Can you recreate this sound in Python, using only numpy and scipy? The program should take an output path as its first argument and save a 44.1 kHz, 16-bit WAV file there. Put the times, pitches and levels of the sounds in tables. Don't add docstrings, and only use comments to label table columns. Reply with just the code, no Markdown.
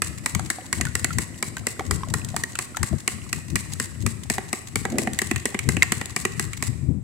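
import sys
import numpy as np
from scipy import signal
from scipy.fft import rfft, irfft, next_fast_len
from scipy.io import wavfile
from scipy.ndimage import uniform_filter1d

SR = 44100
rng = np.random.default_rng(int(sys.argv[2]) if len(sys.argv) > 2 else 0)


def wav_record(signal):
    frames = np.transpose(np.atleast_2d(signal))
    bounded = np.clip(frames, -1, 1)
    quanta = np.round(bounded * 32767).astype(np.int16)
    wavfile.write(sys.argv[1], SR, quanta)


N = 310023
HIT_SIZE = 4096
LAST_LIFT_S = 6.69

# (frequency [Hz], relative density [dB per Hz])
ROOM_TONE = [(200, 0), (2000, -17), (5000, -30), (8000, -15), (11000, -36)]

# (time [s], slosh level [dB])
CHURN = [(0, -48), (2, -45.5), (4.87, -56), (4.94, -25), (5.03, -29.5), (5.18, -51.5), (7.03, -55.5)]
# (frequency [Hz], width [Hz], relative level [dB])
SLOSH_MODES = [(230, 50, 2), (340, 60, -2), (500, 100, -10), (720, 200, -16)]
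FROTH_DB = -51

# (time [s], rumble level [dB])
DRAUGHT = [(0.0, -26), (0.18, -22.5), (0.29, -37), (0.36, -17), (0.65, -43.5), (0.79, -17.5), (0.94, -33.5),
           (1.19, -15), (1.26, -36.5), (1.64, -29.5), (1.78, -38), (1.94, -17), (2.68, -40.5), (3.28, -27),
           (3.91, -31), (4.01, -14.5), (4.16, -31.5), (4.41, -28.5), (4.63, -41), (4.75, -26.5),
           (5.52, -32), (5.76, -20), (6.21, -34), (6.32, -23.5), (6.37, -26.5), (7.02, -20.5)]
# (time [s], peak level [dB])
BUFFETS = [(0.965, -26.5), (2.826, -18.5), (2.94, -14.5), (3.543, -19.5), (4.059, -17.5), (5.36, -21.5),
           (5.684, -15), (6.695, -19.5), (6.9, -13.5)]
BUFFET_S = 0.018
# (frequency [Hz], relative density [dB per Hz])
WIND_SPECTRUM = [(25, -45), (42, -19.5), (60, -4.5), (80, 4.5), (120, 3), (170, -2), (240, -8.5),
                 (330, -14.5), (500, -31), (2500, -72)]
SHELTERED_PORT_DB = -45
LULL_DB, SWELL_DB, EDDY_S = -11, 2.5, 0.045

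# (time [s], strength of the blow [dB], pressure of the scrape [dB])
STROKES = [(0.0191, 0.5, 0), (0.2594, 0.5, -2.5), (0.5009, 0, -4), (0.7273, 0.5, -3.5), (0.952, 0.5, -4),
           (1.1842, -1, -1), (1.4256, -1.5, -4), (1.6677, -0.5, -3), (1.9094, -1, -2.5), (2.138, -1, -5.5),
           (2.3635, -2.5, -4.5), (2.5881, -2.5, -2.5), (2.8298, -1, -2.5), (3.0765, 2, -3.5),
           (3.3284, -1.5, -6.5), (3.556, 1, -1.5), (3.7986, -2.5, 0), (4.063, -3, -4.5), (4.299, 0.5, 1.5),
           (4.5289, -2, -4.5), (4.7562, -0.5, -4), (4.9833, -0.5, 1), (5.217, -2.5, -3), (5.4547, -0.5, -5),
           (5.6885, 0, -3), (5.9201, 2, -4), (6.1622, -1, -1), (6.3951, -1.5, -2), (6.6245, -3, 1)]
TICK_DB, KNOCK_DB, SCRAPE_DB = -21.5, -23, -33.5
# (frequency [Hz], width [Hz], relative level [dB])
TINE_MODES = [(3920, 1240, -12.5), (5683, 1650, -2.5), (6200, 1660, -2.5), (7900, 600, -1),
              (9110, 560, -10.5), (10090, 400, -9), (11700, 960, -15.5), (13000, 1700, -20),
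              (15200, 1400, -24)]
# (frequency [Hz], width [Hz], relative level [dB])
WALL_MODES = [(1048, 250, -0.5), (1360, 680, -11.5), (1580, 610, -11), (1947, 199, 6), (2207, 187, 2.5),
              (2390, 310, -1), (2900, 444, -7.5)]
# (frequency [Hz], width [Hz], relative level [dB])
FLOOR_MODES = [(218, 51, 3.5), (325, 75, -0.5), (388.5, 72, 1.5), (629, 200, -9), (753, 142, -6.5)]
WALL_HZ = 1930
KNOCK_HZ = 1933
# (time [s], low wall modes [dB], thud against knock [dB])
TILT = [(0, 3, -9.5), (1.2, -2, -9.5), (1.8, 5.5, -2), (2.6, 5.5, -10.5), (3.4, 0, -9.5), (4.1, -4.5, -0.5),
        (5.5, -5, -0.5), (7, -0.5, -9)]
# (frequency [Hz], width [Hz], relative level [dB])
SPLAT_MODES = [(5200, 1900, 0)]

# (time [s], level [dB], starting pitch [Hz])
BUBBLES = [(0.3943, -34.5, 764), (0.5849, -35, 740), (0.8008, -36, 714), (0.869, -31.5, 1464),
           (1.106, -29.5, 1356), (1.568, -32.5, 1550), (1.8071, -30, 766), (2.0333, -29, 1053),
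           (2.3426, -31.5, 690), (2.4365, -23.5, 1860), (2.7463, -35.5, 1354), (2.9282, -34, 637),
           (4.3813, -29.5, 762), (4.955, -30, 325), (5.0734, -29, 723), (5.8224, -10.5, 2070)]
POP_T60_S, GENTLE_POP_DB, POP_DAMPING = 0.042, -33, 0.3
SMALL_BUBBLES_DB, DIP_DB = -45, -38

# (time [s], wet snap [dB], knock [dB])
SLAPS = [(0.3489, -23.5, -26), (0.8109, -23, -23.5), (1.0442, -19, -22), (1.794, -39.5, -28),
         (2.247, -31.5, -48), (2.4359, -26.5, -32.5), (3.7344, -29.5, -49), (4.3816, -34.5, -27.5),
         (4.852, -31, -25.5), (5.0725, -38, -25), (5.1331, -31, -45), (5.3118, -27, -22),
         (5.5446, -37, -25.5), (5.7674, -31, -24.5), (6.0124, -34, -28), (6.0567, -31.5, -43.5),
         (6.251, -23, -20.5)]
SLAP_THUD_DB = 2.5
# (time [s], knock level [dB], wall pitch [Hz])
GRAZES = [(0.3947, -32, 1470), (0.852, -30, 1770), (1.5679, -33.5, 1800), (2.554, -31, 2600),
          (2.769, -27.5, 1540), (5.1885, -20.5, 1840), (5.3601, -27, 1890), (5.5903, -25.5, 2240),
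          (5.829, -18.5, 1880), (6.5322, -33.5, 2180)]
GRAZE_SNAP_DB = -0.5

# (frequency [Hz], gain against the direct sound [dB])
ROOM_GAIN = [(100, -29), (400, -7.5), (1000, -9), (2100, -10.5), (3200, -8.5), (5000, -12), (8000, -11),
             (16000, -14)]
KITCHEN_T60_S = 0.86
# (frequency [Hz], likeness [0-1])
LIKENESS = [(200, 0.91), (2000, 0.3), (4000, 0.13)]
# (frequency [Hz], left minus right [dB])
BALANCE_DB = [(5000, 0.5), (7800, 0.5), (8800, 15), (10000, 2), (13000, 2.5)]
CUTOFF_HZ = 16000


def from_db(db):
    return 10 ** (np.asarray(db) / 20)


def rms_one(x):
    return x / np.sqrt(np.mean(x ** 2) + 1e-20)


def hit_one(x):
    return rms_one(x) * np.sqrt(.01 * SR / x.shape[-1])


def in_time(rows):
    times, levels = np.transpose(rows)
    return np.interp(np.arange(N) / SR, times, levels)


def at_hz(points, hz):
    f, value = np.transpose(points)
    return np.interp(np.log(hz + 1e-9), np.log(f), value)


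def colour(x, spectrum):
    size = x.shape[-1]
    padded = next_fast_len(size)
    gain = from_db(at_hz(spectrum, np.fft.rfftfreq(padded, 1 / SR)))
    return irfft(rfft(x, padded) * gain, padded)[..., :size]


def add(out, s, x):
    i = max(round(s * SR), 0)
    out[:, i:i + x.shape[-1]] += x[:, :max(N - i, 0)]


def body(force, modes, stretch=1, scatter_db=0):
    left_right = np.array([[1], [-1]])
    out = 0
    for k, (hz, width, db) in enumerate(modes):
        radius = np.exp(-np.pi * abs(width) / SR)
        angle = 2 * np.pi * hz * stretch / SR
        poles = [1, -2 * radius * np.cos(angle), radius * radius]
        mid, side = signal.lfilter([1, 0, -1], poles, force + 1e-18)
        alike = np.clip(at_hz(LIKENESS, hz), 0, 1)
        pair = np.sqrt(1 + alike) * rms_one(mid) + np.sqrt(1 - alike) * rms_one(side) * left_right
        level_db = db + scatter_db * rng.standard_normal() + at_hz(BALANCE_DB, hz) / 2 * left_right
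        out = out + (-1) ** k * np.sqrt(abs(width)) * from_db(level_db) * pair
    return rms_one(out)


def grains(size, per_s, spread_db):
    born = rng.random(size) < per_s / SR
    strength = from_db(spread_db * np.minimum(rng.exponential(1, size), 4))
    return born * strength * rng.standard_normal((2, size))


def lumps(size, depth_db, smooth):
    return from_db(depth_db * rms_one(uniform_filter1d(rng.standard_normal(size), size=smooth)))


def contact(length_s, rise_s):
    t = np.arange(HIT_SIZE) / SR
    return rng.standard_normal((2, HIT_SIZE)) * (1 - np.exp(-t / rise_s)) * np.exp(-t / length_s)


def room_tone(tone_db=-58):
    return from_db(tone_db) * rms_one(colour(rng.standard_normal((2, N)), ROOM_TONE))


def churn(wall_db=-4):
    slosh = body(grains(N, per_s=900, spread_db=1.5), SLOSH_MODES)
    clumps = lumps(N, depth_db=4, smooth=900)
    beating = np.arange(N) < LAST_LIFT_S * SR
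    crackle = grains(N, per_s=14000, spread_db=2) * clumps * beating
    froth = body(crackle, TINE_MODES) + from_db(wall_db) * body(crackle, WALL_MODES)
    return from_db(in_time(CHURN)) * slosh + from_db(FROTH_DB) * rms_one(froth)


def draught(leak_db=-23):
    t = np.arange(N) / SR
    eddies_db = np.interp(t / EDDY_S, np.arange(1000), rng.uniform(LULL_DB, SWELL_DB, size=1000))
    power = from_db(in_time(DRAUGHT) + eddies_db) ** 2
    for s, db in BUFFETS:
        power += from_db(db) ** 2 * np.exp(-np.minimum(((t - s) / BUFFET_S) ** 2, 20))
    left, right = colour(rng.standard_normal((2, N)), WIND_SPECTRUM)
    left = left * np.sqrt(power / (uniform_filter1d(left ** 2, size=1800) + 1e-12))
    return np.array([left, from_db(leak_db) * left + from_db(SHELTERED_PORT_DB) * rms_one(right)])


def bowl(force, s, knock_db, pitch_hz, floor_db=0):
    times, bare, level = np.transpose(TILT)
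    bare_db, thud_db = np.interp(s, times, bare), np.interp(s, times, level)
    wall = [(hz, width, db + bare_db * (hz < 1450)) for hz, width, db in WALL_MODES]
    knock = hit_one(body(force, wall, pitch_hz / WALL_HZ, scatter_db=3))
    thud = hit_one(body(force, FLOOR_MODES, scatter_db=3))
    return from_db(knock_db) * (knock + from_db(thud_db + floor_db) * thud)


def drag(length_s, rise_s, fall_s, wall_db, wet_db):
    t = np.arange(HIT_SIZE) / SR
    lift_s = length_s + rng.normal(0, .003)
    release = 1 + np.exp(np.minimum((t - lift_s) / fall_s, 20))
    pressure = (1 - np.exp(-t / rise_s)) / release
    judder = lumps(HIT_SIZE, depth_db=3.2, smooth=200)
    slips = grains(HIT_SIZE, per_s=12000, spread_db=2) * pressure * judder
    wall = from_db(wall_db) * body(slips, WALL_MODES)
    film = from_db(wet_db) * body(slips, SPLAT_MODES)
    return rms_one(body(slips, TINE_MODES) + wall + film) * np.sqrt(np.mean(pressure ** 2))


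def fork():
    out = np.zeros((2, N))
    for s, blow_db, press_db in STROKES:
        tick = hit_one(body(contact(length_s=.0018, rise_s=.0005), TINE_MODES))
        pitch_hz = KNOCK_HZ * (1 + rng.normal(0, 0.011))
        blow = contact(length_s=0.0042, rise_s=0.00048)
        scrape = drag(length_s=0.062, rise_s=0.001, fall_s=0.0014, wall_db=-9.5, wet_db=-19)
        add(out, s, from_db(TICK_DB + blow_db) * tick)
        add(out, s, bowl(blow, s, KNOCK_DB + blow_db, pitch_hz))
        add(out, s, from_db(SCRAPE_DB + press_db) * scrape)
    return out


def bubble(hz, t60, rise=.025, onset_s=0.00071, lag_s=.00008, splash_db=-10.0):
    t = np.arange(HIT_SIZE) / SR
    pitch = hz * (1 + rise * np.minimum(t / t60, 1))
    phase = 2 * np.pi * (np.cumsum(pitch) / SR - hz * np.array([[lag_s], [0]]))
    tone = hit_one(np.sin(phase) * from_db(-60 * t / t60) * (1 - np.exp(-t / onset_s)))
    splash = hit_one(body(contact(length_s=.002, rise_s=onset_s), [(hz, hz, 0)]))
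    return tone + from_db(splash_db) * splash


def bubbles():
    out = np.zeros((2, N))
    for s, db, hz in BUBBLES:
        t60 = POP_T60_S * from_db(POP_DAMPING * (GENTLE_POP_DB - db))
        add(out, s, from_db(db) * bubble(hz, t60))
    for when, size, faintness in rng.random((90, 3)):
        hz = 3000 / 6 ** size
        level = from_db(SMALL_BUBBLES_DB - 10 * faintness)
        add(out, when * LAST_LIFT_S, level * bubble(hz, 20 / hz))
    return out


def dips():
    out = np.zeros((2, N))
    for s, *_ in STROKES[1:]:
        entry_s = s - rng.uniform(.05, .1)
        for late_s, weaker_db in rng.random((3, 2)) * [.025, 10]:
            force = contact(length_s=.003, rise_s=.002)
            tick = body(force, TINE_MODES) + body(force, SPLAT_MODES) + .5 * body(force, WALL_MODES)
            add(out, entry_s + late_s, from_db(DIP_DB - weaker_db) * hit_one(tick))
    return out


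def smack(s, snap_db, knock_db, pitch_hz, floor_db, splat_db=-4):
    force = contact(length_s=0.0023, rise_s=0.00014)
    snap = hit_one(body(force, TINE_MODES) + from_db(splat_db) * body(force, SPLAT_MODES))
    blow = contact(length_s=0.0037, rise_s=0.000099)
    return from_db(snap_db) * snap + bowl(blow, s, knock_db, pitch_hz, floor_db)


def slaps():
    out = np.zeros((2, N))
    for s, snap_db, knock_db in SLAPS:
        add(out, s, smack(s, snap_db, knock_db, KNOCK_HZ, SLAP_THUD_DB))
    return out


def grazes():
    out = np.zeros((2, N))
    for s, db, pitch_hz in GRAZES:
        add(out, s, smack(s, db + GRAZE_SNAP_DB, db, pitch_hz, floor_db=-17))
    return out


def kitchen(x, build_s=0.0013):
    t = np.arange(SR) / SR
    tail = rng.standard_normal((2, SR)) * from_db(-60 * t / KITCHEN_T60_S) * (1 - np.exp(-t / build_s))
    tail = colour(rms_one(tail) / np.sqrt(SR), ROOM_GAIN)
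    return signal.fftconvolve(x, tail, axes=1)[:, :N]


def scene(bubble_room_db=-9):
    beating = churn() + fork() + dips() + slaps() + grazes()
    pops = bubbles()
    reflections = kitchen(beating + from_db(bubble_room_db) * pops)
    return room_tone() + draught() + beating + pops + reflections


def record(dry):
    low_pass = signal.ellip(10, .2, 80, CUTOFF_HZ, fs=SR, output="sos")
    return signal.sosfilt(low_pass, np.clip(dry, -1, 1))


dry = scene()
out = record(dry)
wav_record(out)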